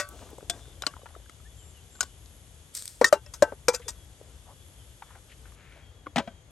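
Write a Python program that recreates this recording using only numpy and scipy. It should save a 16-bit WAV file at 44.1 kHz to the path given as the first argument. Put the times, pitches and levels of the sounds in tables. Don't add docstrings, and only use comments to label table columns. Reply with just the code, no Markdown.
import sys
import numpy as np
from scipy import signal
from scipy.fft import rfft, irfft, next_fast_len
from scipy.io import wavfile
from scipy.ndimage import uniform_filter1d, minimum_filter1d

SR = 44100
rng = np.random.default_rng(int(sys.argv[2]) if len(sys.argv) > 2 else 0)


def output_pcm(signal):
    pcm = np.clip(np.atleast_2d(signal).T, -1, 1) * 32767
    wavfile.write(sys.argv[1], SR, np.round(pcm).astype(np.int16))


N = 287074
TIME = np.arange(N) / SR
AGE = TIME[:SR // 2]
THROB_HZ = 135


def undb(db):
    return 10 ** (np.asarray(db) / 20)


def unit(x):
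    return x / np.sqrt(np.mean(x ** 2))


def burst(x):
    return x / np.sqrt(np.sum(x ** 2) / (SR / 100))


def add(out, s, sound):
    i = int(s * SR)
    out[i:i + len(sound)] += sound[:N - i]


def sine(hz):
    return np.sin(2 * np.pi * np.cumsum(hz) / SR)


def fade(t60):
    return np.exp(-np.log(1000) * AGE / t60)


def envelope(s, attack_s, hold_s, t60):
    age = TIME - s
    decay = np.exp(-np.log(1000) * np.maximum(age - attack_s - hold_s, 0) / t60)
    return np.clip(age / attack_s, 0, 1) * decay


def over_hz(points, size):
    hz, value = np.transpose(points)
    return np.interp(np.log(np.fft.rfftfreq(size, 1 / SR) + 1), np.log(hz), value)


def colour(x, points):
    size = 2 * next_fast_len(len(x))
    cepstrum = irfft(np.log(undb(over_hz(points, size))))
    cepstrum[1:size // 2] *= 2
    cepstrum[size // 2 + 1:] = 0
    return irfft(rfft(x, size) * np.exp(rfft(cepstrum)))[:len(x)]


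def band(x, hz, width):
    low = np.hypot(hz, width / 2) - width / 2
    high = min(low + width, SR / 2 - 1000)
    return signal.sosfilt(signal.butter(2, [low, high], "band", fs=SR, output="sos"), x + 1e-18)


def walk(rate):
    k = int(SR / rate)
    steps = np.repeat(rng.standard_normal(N // k + 1), k)
    return unit(uniform_filter1d(uniform_filter1d(steps, k), k)[:N])


def slips(rate, spread_db):
    happens = rng.random(N) < rate / SR
    return happens * rng.choice([-1, 1], N) * undb(spread_db * rng.standard_normal(N))


def outdoors():
    # frequency in Hz, colour in dB.
    air_colour = [(20, -41), (33, -19), (55, 2), (80, -0.5), (130, -8.5), (200, -19), (300, -21),
                  (500, -21), (1000, -29), (2000, -31.5), (5000, -34), (9000, -31), (12500, -61),
                  (14000, -64.5)]
    # time in seconds, gain in dB.
    rumble_swells = [(0, 2.5), (.9, 2), (1.5, 2.5), (1.8, -3.5), (2.1, 1), (2.7, -4), (3.1, -1.5), (3.4, 5),
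                     (3.8, 2), (4.15, 1), (4.6, 0.5), (5.2, 0.5), (6.5, -1.5)]
    # centre in Hz, width in Hz, level in dB, change in dB at the drop,
    # throb depth from 0 to 1.
    choruses = [(3214, 720, -71, -4.5, 0.05), (3470, 160, -75, -9, 0), (6660, 810, -71, -3, 0.02),
                (9000, 2200, -73, -5, 0.02), (10954, 810, -65.5, -8, 0.5)]
    drop_s, drop_length_s, air_db, air_change_db = 5.55, 0.0081, -52, -29
    dropped = np.clip((TIME - drop_s) / drop_length_s, 0, 1)

    air = undb(air_db) * unit(colour(rng.standard_normal(N), air_colour))
    high = signal.sosfilt(signal.butter(1, 3500, "high", fs=SR, output="sos"), air)
    low = signal.sosfiltfilt(signal.butter(2, 130, fs=SR, output="sos"), air)
    rumble = low * undb(np.interp(TIME, *np.transpose(rumble_swells)))
    out = (air - high - low + rumble) * undb(walk(8))
    out += high * undb(air_change_db * dropped)

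    throb = sine(THROB_HZ * (1 + .03 * walk(5.6)))
    for hz, width, db, change_db, depth in choruses:
        level = undb(db + change_db * dropped + 0.98 * walk(4.6))
        out += level * (1 + depth * throb) * unit(band(rng.standard_normal(N), hz, width))
    return out


def far_birds(db, hz, spread_hz, fall_hz, length_s, count=16):
    rows = []
    for a, b, c, d in rng.random((count, 4)):
        start_hz = hz + spread_hz * (2 * c - 1)
        rows.append((a * N / SR, length_s * (.5 + b), start_hz, start_hz - fall_hz * d, db))
    return rows


def wildlife():
    # start in seconds, length in seconds, start pitch in Hz, end pitch in Hz, peak in dB.
    near_chirps = [(0.934, 0.072, 3330, 3280, -66), (1.003, .04, 3950, 3680, -65),
                   (1.124, 0.072, 3790, 3590, -65), (1.305, .04, 2920, 2840, -66),
                   (1.447, 0.035, 1660, 1880, -56), (1.495, 0.053, 3500, 3280, -64),
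                   (1.564, 0.095, 3270, 2890, -61.5), (1.731, 0.08, 3170, 2620, -59.5),
                   (3.827, 0.065, 3580, 3500, -58), (3.947, 0.127, 3400, 3250, -63),
                   (4.774, 0.07, 3330, 2920, -61), (5.786, 0.16, 3310, 3185, -63),
                   (6.225, 0.14, 3280, 3170, -64.5)]
    far_calls = dict(db=-67, hz=3260, spread_hz=230, fall_hz=218.8, length_s=0.15)
    # start in seconds, length in seconds, level in dB, centre in Hz, width in Hz.
    buzz_rows = [(0.572, 0.2, -63, 3520, 220), (1.53, 0.22, -60, 7400, 300), (1.883, 0.23, -59, 7420, 300)]
    buzz_depth = 0.62
    out = np.zeros(N)
    for s, length, start_hz, end_hz, db in near_chirps + far_birds(**far_calls):
        n = int(length * SR)
        whistle = sine(np.linspace(start_hz, end_hz, n))
        add(out, s, undb(db) * signal.windows.tukey(n, .7) * whistle)
    for s, length, db, hz, width in buzz_rows:
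        n = int(length * SR)
        wingbeat = 1 + buzz_depth * np.sin(2 * np.pi * THROB_HZ * TIME[:n])
        buzz = unit(wingbeat * band(rng.standard_normal(n), hz, width))
        add(out, s, undb(db) * signal.windows.tukey(n, .6) * buzz)
    return out


def footsteps(rate=1000, spread_db=4.5):
    # start in seconds, length in seconds, level in dB, centre in Hz.
    step_rows = [(4.452, 0.094, -55, 760), (5.04, 0.14, -60.5, 1390), (5.129, 0.074, -59.5, 1050),
                 (5.283, 0.069, -57.5, 2300), (5.436, 0.084, -65, 1570), (5.52, 0.38, -57.5, 1850),
                 (5.739, 0.061, -57, 600)]
    out = np.zeros(N)
    grains = unit(slips(rate, spread_db)) + rng.standard_normal(N)
    for s, length, db, hz in step_rows:
        press = np.sin(np.pi * np.clip((TIME - s) / length, 0, 1))
        out += undb(db) * press * unit(band(grains, hz, 0.78 * hz))
    return out


def crack(t60, snap_db=5, snap_t60=0.0013, tail_db=-35, tail_t60=0.49, rise=0.0012):
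    shape = fade(t60) + undb(snap_db) * fade(snap_t60) + undb(tail_db) * fade(tail_t60)
    return burst(rng.standard_normal(len(AGE)) * shape * (1 - np.exp(-AGE / rise)))


def ticks():
    # start in seconds, level in dB, centre in Hz, t60 in seconds.
    tick_rows = [(0.0885, -46.5, 10100, 0.011), (.303, -58, 10500, .015), (0.383, -55, 8000, 0.012),
                 (2.258, -58.5, 4800, 0.018), (3.816, -50, 2360, 0.12), (4.212, -47.5, 496, 0.0056),
                 (5.021, -41.5, 1090, 0.038), (5.022, -51, 2070, 0.024), (5.105, -54.5, 1200, .03),
                 (5.152, -53, 1400, 0.037), (5.158, -53.5, 649, .04), (5.318, -55.5, 2300, .015),
                 (5.455, -56.5, 1510, .02), (5.722, -56, 2204, .02), (5.52, -61, 1390, .015)]
    out = np.zeros(N)
    for s, db, hz, t60 in tick_rows:
        add(out, s, undb(db) * burst(band(crack(t60), hz, 0.59 * hz)))
    return out


def stove(grain_db=3.0):
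    # start in seconds, level in dB before the colour and make-up gain.
    spit_rows = [(2.751, -35), (2.7735, -40), (2.823, -41.5), (2.8554, -39.5), (2.878, -38.5)]
    # frequency in Hz, gain in dB.
    sizzle_colour = [(200, -21.5), (1000, -18), (2500, -12), (5000, -5), (7000, -5.5), (8200, 1),
                     (11500, -8), (13500, -13.5), (16000, -28.5)]
    makeup_db = 8.5
    boil = undb(-38.5) * envelope(2.735, attack_s=0.029, hold_s=0.014, t60=0.31)
    out = boil * unit(rng.standard_normal(N) * undb(grain_db * walk(900)))
    for s, db in spit_rows:
        add(out, s, undb(db) * crack(0.0049))
    return undb(makeup_db) * colour(out, sizzle_colour)


def small_bubbles(from_s, to_s, db, hz, spread_octaves, count=26):
    return [(from_s + (to_s - from_s) * a, db + 4 * (2 * b - 1), hz * 2 ** (spread_octaves * (2 * c - 1)))
            for a, b, c in rng.random((count, 3))]


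def water(cycles=9, glide=0.2, splash_db=-14):
    # start in seconds, level in dB, starting pitch in Hz.
    plop_rows = [(.329, -38.5, 410), (0.382, -32.5, 504), (.426, -36, 402), (.677, -45.5, 430),
                 (.835, -26, 1350), (.937, -38.5, 1280), (0.965, -38, 974), (1.016, -41.5, 1070),
                 (1.031, -38.5, 523), (1.057, -32.5, 884), (1.063, -35, 1350), (1.088, -48.5, 1880),
                 (1.138, -47, 1050), (1.15, -39.5, 1240), (1.162, -35.5, 646), (1.259, -51, 1550),
                 (1.399, -51, 1230), (1.99, -49, 1250)]
    bubble_cloud = dict(from_s=0.12, to_s=1.2, db=-48.5, hz=946, spread_octaves=1.1)
    # strongest push in seconds, level in dB.
    stroke_rows = [(.21, -51.5), (.58, -57.5)]
    rise_s, stroke_t60, hiss_db = 0.17, 1.22, -6
    out = np.zeros(N)
    for s, db, hz in plop_rows + small_bubbles(**bubble_cloud):
        t60 = cycles / hz + 0.015
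        pitch = hz * (1 + glide * np.minimum(AGE / t60, 1))
        bubble = sine(pitch) * fade(t60) * (1 - np.exp(-AGE / 0.00055))
        splash = burst(band(crack(0.0094), 0.84 * hz, 0.82 * hz))
        add(out, s + 0.00117, undb(db) * (bubble + undb(splash_db) * splash))
    stir = sum(undb(db) * envelope(s - rise_s, rise_s, 0, stroke_t60) for s, db in stroke_rows)
    wash = unit(band(rng.standard_normal(N), 370, 570) * undb(3.7 * walk(65.3)))
    hiss = unit(band(rng.standard_normal(N), 4200, 6900))
    return out + stir * (wash + undb(hiss_db) * hiss)


def sheet(t60, count=90, stretch=0.91):
    age = AGE[:SR // 6]
    hz = rng.uniform(900, 12500, count)
    pace = np.exp(0.2 * rng.standard_normal(count))
    sign = rng.choice([-1., 1.], count)
    decays = np.exp(np.outer(-np.log(1000) * pace / (stretch * t60), age))
    waves = decays * np.sin(2 * np.pi * np.outer(hz, age))
    return burst(np.pad(sign @ waves, (0, len(AGE) - len(age))))


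def note(hz, db, swell_s, swell_power, sag=.03):
    swell_fall = 0.6
    u = AGE / (swell_s * (500 / hz) ** swell_fall)
    pitch = hz * (1 + sag * np.tanh(1 - u / 2))
    return undb(db) * (u * np.exp(1 - u)) ** swell_power * sine(pitch)


def ring(modes, db, tilt_db, woken, scatter_db=2.5, split=0.006, twin_db=-10, wobble=0.0055, rattle_db=2.0):
    chance = rng.standard_normal((len(modes), 3))
    press = np.interp(AGE, np.linspace(0, AGE[-1], 70), rng.standard_normal(70))
    clock = AGE + wobble * np.cumsum(press) / SR
    out = 0
    for (hz, mode_db, t60), (a, b, c) in zip(modes, chance):
        if hz in woken:
            size_db, sign = woken[hz], 1
        else:
            size_db = db + mode_db + scatter_db * a + tilt_db * np.log2(max(hz / 1500, 1))
            sign = np.sign(c)
        twin = np.sin(2 * np.pi * (hz * (1 + split * b) * AGE + c))
        pair = np.sin(2 * np.pi * hz * clock) + undb(twin_db) * twin
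        out = out + undb(size_db) * fade(t60) * sign * pair
    return out * undb(rattle_db * press)


def choke(s):
    # time of coming to rest in seconds, t60 of the damping in seconds.
    rests = [(3.084, 0.17), (3.165, 0.23), (3.522, 0.109), (3.765, 0.26)]
    left = np.ones(len(AGE))
    for rest_s, t60 in rests:
        if rest_s > s:
            left = left * np.exp(-np.log(1000) * np.maximum(s + AGE - rest_s, 0) / t60)
    return left


def blows(hits, contact_colour, vessel, swell_power, metal, ladle_db=None, hardness=0.23):
    # mode in Hz, relative level in dB, t60 in seconds.
    ladle = [(304, -11.5, 0.056), (400, -4.5, 0.17), (463, -10, 0.15), (491, -5, .12), (657.4, -7, 0.097),
             (785, -8.5, .09), (877, -4, .14), (976, -5.5, 0.12), (1044, -5.5, .11), (1220, -10.5, .11),
             (1683, -13.5, 0.11), (1835, -13, 0.095), (1940, -17, .13), (2110, -17, .09), (2350, -13, .08),
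             (2775, -21, 0.21), (3100, -20.5, .13), (3700, -19.5, .08), (4490, -22.5, 0.083),
             (4850, -19.5, 0.13), (5080, -19, .1), (5631, -13.5, 0.092), (5929, -16, .1),
             (6230, -16.5, 0.11), (7200, -20.5, 0.083), (8035, -17.5, 0.064)]
    bright_from_hz, bright_full_hz = 750, 5700
    out = np.zeros(N)
    mode_hz = np.array([mode[0] for mode in (vessel if ladle_db is None else vessel + ladle)])
    for s, db, bright_db, t60, note_hz, note_db, swell_s, second_hz, second_db, vessel_db, spot in hits:
        contact = np.sqrt(1 - metal) * crack(t60) + np.sqrt(metal) * sheet(t60)
        contact = colour(contact, contact_colour)
        contact = colour(contact, [(bright_from_hz, db), (bright_full_hz, db + bright_db)])
        clonk = note(note_hz, note_db, swell_s, swell_power) + note(second_hz, second_db, swell_s, swell_power)
        woken = {mode_hz[np.argmin(np.abs(mode_hz - hz))]: size_db for hz, size_db in spot}
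        tilt_db = hardness * (bright_db + np.interp(bright_full_hz, *np.transpose(contact_colour)))
        ringing = ring(vessel, vessel_db, tilt_db, woken)
        if ladle_db is not None:
            ringing = ringing + ring(ladle, db + ladle_db, tilt_db, woken)
        add(out, s, clonk + (contact + ringing) * choke(s))
    return out


def bowl_on_table():
    # start in seconds, contact level in dB, brightness in dB, contact t60 in seconds, note in Hz,
    # note level in dB, note swell in seconds at 500 Hz, second note in Hz, its level in dB, slat ring in dB,
    # then the modes the struck spot wakes most as pairs of Hz and dB.
    table_hits = [(6.061, -42, -15, .03, 1440, -43, 0.0074, 300, -49.5, -69.5, []),
                  (6.0675, -28, -13, 0.025, 1126, -31.5, 0.0032, 2130, -40, -63, []),
                  (6.1595, -21, 12, 0.033, 188.4, -25.5, 0.0029, 684, -22, -53, []),
                  (6.1675, -19.5, 7, 0.031, 2150, -25, 0.0027, 218, -23.5, -37, []),
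                  (6.181, -16, 7.5, 0.048, 240, -28, 0.0023, 2070, -32, -34.5, []),
                  (6.193, -15.5, -4, 0.056, 203, -28, 0.0032, 860, -28, -41.5, [(557, -32.5)]),
                  (6.275, -29.5, -3.5, 0.054, 683, -33.5, 0.0054, 242, -43, -49.5, [(1540, -48),
                  (1950, -44), (3270, -46)])]
    # frequency in Hz, gain in dB.
    table_colour = [(70, -15.5), (270, 3), (1150, -4), (3100, -9), (5700, -22), (9800, -30.5), (12300, -42),
                    (14000, -63)]
    # mode in Hz, relative level in dB, t60 in seconds.
    slats = [(205, 11, 0.079), (246, 7, 0.089), (560.4, -2, 0.18), (648, -0.5, 0.18), (790, 10, 0.065),
             (984, 0.5, 0.12), (1550, -11, 0.15), (1950, 4, 0.057), (2300, -0.5, 0.047), (3290, 0, 0.057)]
    return blows(table_hits, table_colour, slats, swell_power=1.0, metal=0.072)


def ladle_on_pot():
    # start in seconds, contact level in dB, brightness in dB, contact t60 in seconds, note in Hz,
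    # note level in dB, note swell in seconds at 500 Hz, second note in Hz, its level in dB, pot ring in dB,
    # then the modes the struck spot wakes most as pairs of Hz and dB.
    pot_hits = [(.498, -32.5, 11, 0.021, 3500, -34, 0.0027, 760, -45, -52, [(710, -30), (1598, -44),
                (3394, -39), (3510, -28.5)]), (.507, -32, -5, 0.02, 3360, -29, .003, 327, -45, -62, []),
                (.8212, -31, -1.5, 0.016, 3660, -25.5, 0.0018, 940, -42, -45, []),
                (.866, -23, -3, 0.031, 4450, -16.5, 0.0032, 1430, -27, -40, [(627, -36.5), (2790, -41),
                (3020, -30.5)]), (1.2955, -45, -5, 0.015, 1310, -41.5, 0.0024, 2120, -45, -62, []),
                (1.953, -54, -3, .02, 1500, -53, 0.0067, 4300, -60, -71, []),
                (2.007, -30.5, 9, 0.031, 1464, -25.5, 0.0048, 6640, -18, -48, [(1480, -28), (4470, -34),
                (5046, -28), (6600, -29.5)]),
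                (2.029, -33, -1, 0.049, 1340, -43, 0.0034, 4430, -38, -54, [(6600, -35)])]
    # frequency in Hz, gain in dB.
    pot_colour = [(70, -21), (270, 5), (1150, 0), (3100, -5), (5700, 0.5), (9800, -4), (12300, -14),
                  (14000, -27.5)]
    # mode in Hz, relative level in dB, t60 in seconds.
    pot_modes = [(606, -5, 0.088), (700, -4, 0.094), (1125, 4.5, 0.108), (1484, -29, 0.086),
                 (1590, -11.5, 0.23), (2790, -13, 0.12), (3024, 4.5, 0.049), (3397, -5, 0.052),
                 (3510, -20.5, 0.089), (3973, 8.5, 0.04), (4480, -4, 0.083), (5113, 4, .065),
                 (6740, -19, 0.031)]
    return blows(pot_hits, pot_colour, pot_modes, swell_power=0.84, metal=0.29)


def scrapes(rate=900, spread_db=4, hz=6400, width_hz=3200, t60=0.063):
    # start in seconds, length in seconds, level in dB, fall over the skid in dB.
    skid_rows = [(3.046, 0.051, -32.5, 13), (3.729, 0.042, -43.5, -3), (3.878, 0.033, -37.5, 6.5)]
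    out = np.zeros(N)
    chatter = band(signal.fftconvolve(slips(rate, spread_db), sheet(t60))[:N], hz, width_hz)
    for s, length, db, fall_db in skid_rows:
        skid = chatter[int(s * SR):int((s + length) * SR)]
        fall = undb(np.linspace(0, -fall_db, len(skid)))
        add(out, s, undb(db) * unit(skid * signal.windows.tukey(len(skid), .3) * fall))
    return out


def bowl_clonks_and_groans():
    # start in seconds, contact level in dB,
    # brightness in dB, contact t60 in seconds, note in Hz, note level in dB, note swell in seconds at 500 Hz,
    # second note in Hz, its level in dB, rim ring in dB, then the modes woken most as pairs of Hz and dB.
    bowl_rows = [(0.0, -29, 11.5, 0.08, 680, -38, .0053, 2270, -45, -33, [(581, -34), (1310, -41),
                 (1490, -34.5), (1540, -35.5), (1690, -39), (1876, -28.5), (1980, -38), (2169, -36.5),
                 (2649, -36)]), (3.013, -8, -14.5, 0.062, 498, -6, 0.0036, 892, -10, -44.5, [(400, -26.5),
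                 (581, -25), (1144, -33.5), (1540, -38.5)]),
                 (3.0437, -9, 3, 0.038, 1823, -6.5, .0058, 3810, -15, -44.5, [(491, -28.5), (1310, -32.5),
                 (1540, -32.5), (1841, -13.5), (1980, -24.5), (2649, -31.5), (3149, -34), (3700, -28),
                 (5631, -24.5), (5929, -26)]),
                 (3.1263, -1, -8.5, 0.061, 590.5, 1.5, 0.0051, 910, -16, -49, [(400, -26), (581, -30),
                 (882, -15), (1375, -36.5), (1540, -30.5), (2350, -47), (2765, -34.5), (3149, -40),
                 (3700, -42.5), (4490, -34.5)]),
                 (3.262, -49.5, 5.5, .03, 5300, -43, .008, 1000, -60, -66, [(581, -51.5), (1876, -50),
                 (2649, -55)]), (3.3375, -43, 18, 0.083, 4850, -37, 0.01, 945, -48, -59, []),
                 (3.423, -5.5, -9, 0.044, 584, -2.5, 0.0045, 1055, -18.5, -51, [(310, -23), (581, -24),
                 (678, -27.5), (870, -24.5), (1310, -40.5), (1540, -28), (1674, -29.5), (1980, -38.5),
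                 (2765, -44.5)]), (3.474, -51, -12.5, .04, 480, -40, 0.0082, 860, -40, -71, []),
                 (3.521, -22.5, -33, 0.021, 566.4, -25, 0.0031, 898, -32, -69, []),
                 (3.529, -30, -26, .035, 423, -36.5, 0.0034, 774, -42, -75, []),
                 (3.683, -9.5, 2, 0.047, 490, -10, .0062, 5640, -15, -55, [(491, -27), (780, -26.5),
                 (870, -29), (966, -24), (1060, -30), (1690, -33), (1980, -41), (1375, -33.5),
                 (2300, -25.5), (2385, -33), (4860, -39), (5631, -33.5), (6190, -33), (8035, -29)]),
                 (3.738, -28.5, 6, 0.06, 496, -29.5, 0.0063, 900, -37, -66, [(491, -39), (2385, -42)]),
                 (3.746, -32, 14.5, 0.055, 4940, -24, .0053, 2540, -32.5, -48, [(2649, -40),
                 (7400, -33.5)]), (3.795, -39, -4, .06, 478, -41.5, 0.009, 995, -51, -75, []),
                 (3.857, -49, -13, .06, 475, -42.5, 0.012, 410, -46.5, -69, []),
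                 (3.881, -35, 14.5, 0.091, 6460, -35, 0.008, 933, -38.5, -57, [(1876, -42.5), (2385, -54),
                 (2649, -50)])]
    # frequency in Hz, gain in dB.
    bowl_colour = [(70, -21.5), (270, -0.5), (1150, 1.5), (3100, -13), (5700, -7), (9800, -15),
                   (12300, -18.5), (14000, -31.5)]
    # mode in Hz, relative level in dB, t60 in seconds.
    rim = [(586, -0.5, .16), (690, -5, 0.14), (1146, -10.5, 0.35), (1308, -8.5, 0.36), (1363, -10.5, 0.23),
           (1496, -2.5, .25), (1549, -4.5, 0.24), (1885, -1.5, 0.099), (2180, -8, 0.13), (2385, -11, 0.13),
           (2649, -4, 0.12), (3470, -14.5, .25), (4460, -14, .2), (4800, -9.5, 0.11), (5007, -14, .12),
           (7100, -11.5, .1)]
    return blows(bowl_rows, bowl_colour, rim, swell_power=1.6, metal=0.35, ladle_db=-23.0)


def ports(x):
    # frequency in Hz, left minus right in dB.
    balance = [(60, 5.5), (200, 8.5), (400, 5), (1200, 6), (2400, 5.5), (4400, 6), (8000, 4), (12000, -1.5)]
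    # frequency in Hz, phase by which the left leads in radians.
    lead = [(100, 0), (2400, .25), (3200, .7), (4200, .35), (7500, .5), (8900, -.2), (10050, -3.1),
            (11300, -5.9), (12700, -6.9), (13600, -9.4), (14900, -12.3)]
    half = undb(over_hz(balance, N) / 2) * np.exp(1j * over_hz(lead, N) / 2)
    return np.array([irfft(rfft(x) * half, N), irfft(rfft(x) / half, N)])


def scatter(x, db=-13, t60=0.0034, shift_rate=5, hz=2400):
    paths = [band(rng.standard_normal(len(AGE)), hz, 11000) * fade(t60) for _ in range(4)]
    heard = np.array([signal.oaconvolve(x, p / np.sqrt(np.sum(p ** 2)))[:N] for p in paths])
    turn = walk(shift_rate)
    return undb(db) * (heard[:2] * np.cos(turn) + heard[2:] * np.sin(turn))


def scene():
    yard = undb(-3.0) * band(outdoors(), 2500, 7000) + undb(-20.5) * outdoors()
    diffuse = yard * np.array([[1], [-1]])
    near = footsteps() + ticks() + stove() + water()
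    near = near + bowl_on_table() + ladle_on_pot() + scrapes() + bowl_clonks_and_groans()
    return ports(near + wildlife() + outdoors()) + scatter(near) + diffuse


def held_excess(x, threshold, release_s):
    over = np.log(np.maximum(np.abs(x).max(axis=0) / threshold, 1))
    clock = TIME / release_s
    return np.maximum.accumulate(over * np.exp(clock)) * np.exp(-clock)


def limiter(x, ceiling=1.0, release_s=0.049):
    gain = np.exp(-held_excess(x, ceiling, release_s))
    return x * uniform_filter1d(minimum_filter1d(gain, size=45), size=45)


def duck(x, threshold_db=-10, strength=0.21, release_s=0.12):
    held = held_excess(x, undb(threshold_db), release_s)
    return x * np.exp(-strength * signal.sosfilt(signal.butter(1, 4, fs=SR, output="sos"), held))


def record(dry):
    top_hz = 16300
    thin = signal.sosfilt(signal.butter(4, 34, "high", fs=SR, output="sos"), dry)
    levelled = duck(limiter(thin))
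    return signal.sosfilt(signal.ellip(8, .2, 70, top_hz, fs=SR, output="sos"), levelled)


dry = scene()
out = record(dry)
output_pcm(out)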